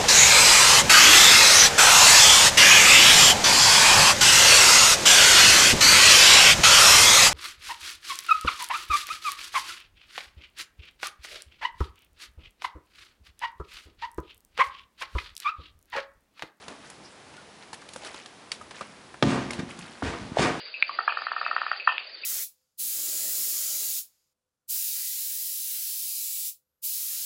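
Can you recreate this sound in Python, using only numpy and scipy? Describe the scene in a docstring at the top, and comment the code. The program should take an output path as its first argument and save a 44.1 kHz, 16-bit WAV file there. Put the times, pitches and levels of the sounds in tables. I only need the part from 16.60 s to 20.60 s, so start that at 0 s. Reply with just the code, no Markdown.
"""Horse stepping into a stock trailer

Outdoors in quiet air, a few metres from the microphone, a horse shifts its feet on gravel; stones click
and scuff under it. Then it steps up into the trailer. Each hoof knocks, booms in the floor and crunches
the wood shavings, and the metal box rings on."""
import sys
import numpy as np
from scipy import signal
from scipy.fft import rfft, irfft
from scipy.io import wavfile

SR = 44100
rng = np.random.default_rng(int(sys.argv[2]) if len(sys.argv) > 2 else 0)


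def transcribe(u):
    """Save the signal u as a 16-bit wav file named by the first command-line argument.

    u: samples, shape (n,) or (channels, n), limited to [-1, 1]; the rate is SR.
    q: integer samples, one column per channel.
    """
    v = np.clip(np.atleast_2d(u).T, -1, 1)
    q = np.round(v * 32767).astype(np.int16)
    wavfile.write(sys.argv[1], SR, q)


N = 4 * SR
STONE_RISE_S = 0.00054


def undb(db):
    """Decibels to gain."""
    return 10 ** (np.asarray(db) / 20)


def unit(x):
    """Scale to rms 1."""
    return x / np.sqrt(np.mean(x ** 2) + 1e-20)


def band(x, lo_hz, hi_hz, order=2):
    """Band-pass, scaled to rms 1."""
    sos = signal.butter(order, [lo_hz, hi_hz], "band", fs=SR, output="sos")
    return unit(signal.sosfilt(sos, x))


def colour(x, points):
    """Filter x by a curve of (freq_hz, gain_db) points, scaled to rms 1."""
    hz, db = np.array(points).T
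    bins_hz = np.maximum(np.fft.rfftfreq(len(x), 1 / SR), 1)
    gain = undb(np.interp(np.log(bins_hz), np.log(hz), db))
    return unit(irfft(rfft(x) * gain, len(x)))


def add(out, start_s, x):
    """Mix x into out from start_s on."""
    i = int(start_s * SR)
    part = x[:max(N - i, 0)]
    out[i:i + len(part)] += part


def grains(per_s, spread_db):
    """A stream of tiny clicks, a few much larger than the rest."""
    size = undb(spread_db * np.minimum(rng.standard_exponential(N), 4))
    return (rng.random(N) < per_s / SR) * rng.choice([-1, 1], N) * size


def swell(peak_s, rise_s, decay_s):
    """An envelope that builds to a peak, then lets go, like the pressure of a hoof."""
    t = np.arange(N) / SR - peak_s
    return np.exp(-np.where(t < 0, (t / rise_s) ** 2, t / decay_s))


def strike(t, rise_s, decay_s):
    """The envelope of an impact: a quick rise and an exponential decay."""
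    return (1 - np.exp(-t / rise_s)) * np.exp(-t / decay_s)


def wander(t, per_s):
    """Random values joined by straight lines."""
    return np.interp(t * per_s, np.arange(400), rng.standard_normal(400))


def air():
    """Steady open-air hiss over a low rumble that comes and goes."""
    # spectrum of the hiss: freq_hz, gain_db
    hiss_curve = [(18, -47), (30, -23), (232, 1), (450, 0.5), (876, -1), (5420, -12), (6930, -16),
                  (10800, -18.5), (12000, -74)]
    drift = np.interp(np.arange(N), np.linspace(0, N, 40), rng.standard_normal(40))
    rumble = band(rng.standard_normal(N), 58, 235) * undb(3.2 * drift)
    hiss = colour(rng.standard_normal(N), hiss_curve)
    return undb(-50.5) * hiss + undb(-64) * rumble


def chirps():
    """Faint high chirps, probably birds far from the microphone."""
    # calls: peak_s, pitch_hz, level_db
    calls = [(.462, 5260, -52), (.522, 7760, -62)]
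    out = np.zeros(N)
    for peak, hz, db in calls:
        whistle = band(rng.standard_normal(N), hz * 0.9, hz * 1.1)
        out += undb(db) * swell(peak, rise_s=0.02, decay_s=0.02) * whistle
    return out


def rumbles():
    """Dull, narrow swells of bass as the horse shifts its weight."""
    # weight shifts: peak_s, level_db, pitch_hz
    shifts = [(.12, -49, 273), (2.289, -50, 206), (3.2, -44, 213)]
    out = np.zeros(N)
    for peak, db, hz in shifts:
        bass = band(rng.standard_normal(N), hz / 1.33, hz * 1.15)
        out += undb(db) * swell(peak, rise_s=0.035, decay_s=0.05) * bass
    return out


def scuffs():
    """Pebbles of many sizes grind under a dragged hoof, each ringing briefly at its own pitch."""
    # drags through the gravel: peak_s, rise_s, decay_s, level_db, pitch_hz
    drags = [(.03, 0.015, 0.03, -48, 1510), (.105, 0.018, 0.049, -44.5, 740),
             (.27, 0.035, 0.024, -50, 1670), (.745, 0.023, 0.015, -49.5, 1200),
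             (1.03, 0.011, 0.011, -47.5, 1790), (1.218, 0.0064, 0.015, -47, 1690),
             (1.385, 0.077, 0.023, -52.5, 3500), (1.472, 0.051, 0.046, -44, 816),
             (1.476, 0.051, 0.017, -43, 2160), (1.58, 0.051, 0.056, -47, 2620),
             (1.936, 0.018, 0.02, -46.5, 5000), (2.176, 0.032, 0.091, -44.5, 1930),
             (3.104, 0.017, 0.055, -43, 1620), (3.24, 0.054, 0.37, -48.5, 1740)]
    edge_ratio = 1.068  # narrow bands, so each pebble rings for a few cycles
    grit = np.zeros(N)
    for hz in np.geomspace(250, 10000, 20):
        clicks = grains(per_s=260, spread_db=4)
        grit += np.sqrt(hz) * band(clicks, hz / edge_ratio, hz * edge_ratio, order=1)
    return sum(undb(db) * swell(peak, rise, decay) * band(grit, hz * 0.51, hz * 1.35, order=1)
               for peak, rise, decay, db, hz in drags)


def stones():
    """Each stone gives a short crack in three bands, a dull thud in the ground and a faint scatter."""
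    # stones struck or pinched by a hoof: start_s, decay_s, low_db, mid_db, high_db
    hits = [(0.081, 0.0028, -42.5, -42.5, -50.5), (0.3, 0.002, -60, -50, -47),
            (0.766, 0.0025, -59, -52.5, -60), (1.13, 0.0068, -45.5, -43, -46),
            (1.141, 0.0039, -64, -46, -50), (1.288, 0.0033, -60, -46.5, -53.5),
            (1.334, 0.0047, -62, -50, -46), (1.36, 0.0032, -41, -47, -47), (1.448, 0.0012, -47, -43, -50),
            (1.543, 0.0037, -44, -45.5, -64), (1.659, 0.0023, -54, -45, -56),
            (1.9169, 0.0028, -44, -32.5, -40), (2.012, 0.02, -48, -61, -56),
            (2.108, 0.0078, -46, -45.5, -58), (2.21, 0.0068, -37, -45, -66), (2.541, 0.0031, -44, -60, -64),
            (2.907, 0.0017, -39.5, -37.5, -42.5), (2.932, 0.0013, -42, -38.5, -46),
            (3.1893, 0.0021, -54, -49.5, -48.5)]
    # low, mid and high bands of the crack: lo_hz, hi_hz
    crack_bands = [(400, 1600), (1600, 5000), (5000, 11000)]
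    out, t = np.zeros(N), np.arange(SR // 5) / SR
    trim = undb(-1.5) / np.sqrt(10)
    scatter = undb(-20.5) * np.exp(-t / 0.036)
    for start, decay, *levels_db in hits:
        envelope = (1 - np.exp(-t / STONE_RISE_S)) ** 3 * (np.exp(-t / decay) + scatter)
        thud = ((70, 400), levels_db[0] - 8.5)
        for (lo, hi), db in [*zip(crack_bands, levels_db), thud]:
            burst = unit(band(rng.standard_normal(len(t)), lo, hi) * envelope)
            add(out, start, trim * undb(db) * burst)
    return out


def clacks():
    """Hoof horn or a larger stone rings with one quickly damped resonance."""
    # ringing contacts: start_s, pitch_hz, decay_s, level_db
    hits = [(.778, 1446, 0.018, -43), (1.130, 903, 0.0046, -30.5), (1.131, 1750, 0.0064, -37),
            (1.9183, 4550, 0.0027, -19), (1.360, 532, 0.0044, -26.5), (2.012, 1246, .007, -33.5),
            (2.209, 1196, 0.004, -25), (2.906, 2160, 0.0036, -21)]
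    out, t = np.zeros(N), np.arange(SR // 5) / SR
    for start, hz, decay, db in hits:
        add(out, start, undb(db) * strike(t, STONE_RISE_S, decay) * np.sin(2 * np.pi * hz * t))
    return out


def shavings():
    """The bedding crunches as the weight settles: a dull crush and a bright crackle."""
    # hooves pressing on shavings: peak_s, rise_s, decay_s, crush_db, crackle_db
    crunches = [(2.71, 0.029, 0.052, -30.5, -34), (2.775, 0.039, 0.12, -35.5, -69),
                (2.999, 0.0083, 0.0062, -35, -35.5), (3.478, 0.035, 0.048, -33, -41),
                (3.54, 0.025, 0.035, -40.5, -56), (3.828, 0.044, 0.042, -27, -27.5),
                (3.887, 0.095, 0.078, -29.5, -54)]
    # spectra of the crush and the crackle: freq_hz, gain_db
    crush_curve = [(100, -11), (300, 5.5), (700, 2), (1400, -4), (2600, -7.5), (5000, -28), (11000, -55)]
    crackle_curve = [(300, -15), (1500, 8), (3500, 3.5), (6000, -2), (8500, -5), (11000, -18)]
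    crush = colour(grains(per_s=7000, spread_db=3.5), crush_curve)
    crackle = colour(grains(per_s=5000, spread_db=3.5), crackle_curve)
    return sum(swell(peak, rise, decay) * (undb(crush_db) * crush + undb(crackle_db) * crackle)
               for peak, rise, decay, crush_db, crackle_db in crunches)


def wall_reflections(x):
    """Close reflections between the trailer walls give a hollow colour."""
    decay_s, wet = 0.017, undb(-6.5)
    t = np.arange(SR // 5) / SR
    echoes = rng.standard_normal(len(t)) * np.exp(-t / decay_s)
    reflected = signal.fftconvolve(x, echoes / np.linalg.norm(echoes))[:N]
    return (x + wet * reflected) / np.hypot(1, wet)


def knocks():
    """A hoof gives a heavily damped knock of a few cycles; softer contacts are lower and longer."""
    # hoof contacts: start_s, pitch_hz, contact_s, level_db
    contacts = [(2.6253, 574, 0.00073, -7.5), (2.6394, 285, 0.0023, -11), (2.6695, 200, 0.0023, -12.5),
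                (2.989, 187, 0.0035, -20), (3.030, 171, 0.0041, -27.5), (3.423, 785, 0.00071, -17.5),
                (3.4262, 1430, 0.00088, -21), (3.426, 252, 0.0053, -24.5), (3.431, 102, 0.0042, -27),
                (3.454, 114, 0.0055, -27), (3.476, 80, 0.0047, -24.5), (3.613, 129, 0.0018, -27.5),
                (3.679, 295, 0.0033, -39.5), (3.718, 188, 0.0021, -23), (3.7703, 643, 0.0014, -9.5),
                (3.793, 620, 0.0014, -13.5), (3.806, 248, 0.0011, -19)]
    out, t = np.zeros(N), np.arange(SR // 10) / SR
    for start, hz, contact, db in contacts:
        envelope = (t / contact) ** 2 * np.exp(2 * (1 - t / contact))
        add(out, start, undb(db) * envelope * np.sin(2 * np.pi * hz * t))
    return out


def panel_ring(t, rise_s):
    """The struck panels ring on, wavering in pitch as the shifting load detunes them."""
    # resonances of the floor and walls: pitch_hz, level_db, t60_s
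    modes = [(130.5, -1.5, 0.68), (195.4, -8, 1.03), (239, -3.5, 1.06), (269.8, 4, 0.64),
             (354.7, -7.5, 1.28), (568, -9.5, 0.95), (685, -10, 0.31), (718, -11, 0.25), (879, -12, 0.52),
             (1020, -14.5, 1.3), (1184, -14, 0.69), (1846, -16.5, 0.71)]
    ring = np.zeros(len(t))
    for hz, db, t60 in modes:
        detune = 1 + 0.017 * wander(t, per_s=29.9)
        cycles = hz * np.cumsum(detune) / SR + rng.random()
        ring += undb(db - 60 * t / t60) * np.sin(2 * np.pi * cycles)
    return ring * (1 - np.exp(-t / rise_s))


def trailer():
    """A landing hoof cracks on the edge, booms in the floor, rings the panels and shakes the box."""
    # weight landing on the floor: start_s, crack_db, boom_db, boom_low_hz, ring_db, rattle_db
    steps = [(2.625, -9.5, -23.5, 125, -23.5, -29.5), (2.98, -34, -39, 131, -43, -46.5),
             (3.424, -41, -39, 59.3, -39.5, -34), (3.618, -67, -42, 80, -66, -46.5),
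             (3.785, -19.5, -29, 85.6, -33, -28.5)]
    # spectra of a hoof on the floor's hard edge and of the loose metal box: freq_hz, gain_db
    crack_curve = [(250, -8), (700, 1), (1400, -3), (2200, -7.5), (4000, -8.5), (6500, -24.5), (11000, -34)]
    rattle_curve = [(45, 1), (150, 4.5), (700, -3), (1500, -6.5), (3000, -10.5), (6000, -17), (11000, -32)]
    boom_top_hz, floor_rise_s = 281, 0.0012
    out, t = np.zeros(N), np.arange(2 * SR) / SR
    for start, crack_db, boom_db, boom_low_hz, ring_db, rattle_db in steps:
        crack = colour(rng.standard_normal(len(t)), crack_curve)
        crack *= undb(crack_db) * strike(t, rise_s=0.0006, decay_s=0.0039)
        boom = band(rng.standard_normal(len(t)), boom_low_hz, boom_top_hz, order=3)
        boom *= undb(boom_db) * strike(t, floor_rise_s, decay_s=0.1)
        ring = undb(ring_db) * panel_ring(t, floor_rise_s)
        rattle = colour(grains(per_s=2500, spread_db=3)[:len(t)], rattle_curve)
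        rattle *= undb(rattle_db) * strike(t, rise_s=0.0037, decay_s=0.18)
        add(out, start, crack + boom + ring + rattle)
    return out


def scene():
    """Gravel, trailer and open air at one microphone, a few metres from the horse."""
    on_gravel = stones() + clacks() + scuffs() + rumbles()
    in_trailer = knocks() + trailer() + wall_reflections(shavings())
    return (on_gravel + in_trailer + air() + chirps())[None]


def record(dry):
    """The microphone chain drops the deepest bass and cuts the top steeply."""
    low_cut = signal.butter(4, 46, "high", fs=SR, output="sos")
    high_cut = signal.ellip(12, 0.2, 70, 11050, fs=SR, output="sos")
    return signal.sosfilt(high_cut, signal.sosfilt(low_cut, dry))


dry = scene()
out = record(dry)
transcribe(out)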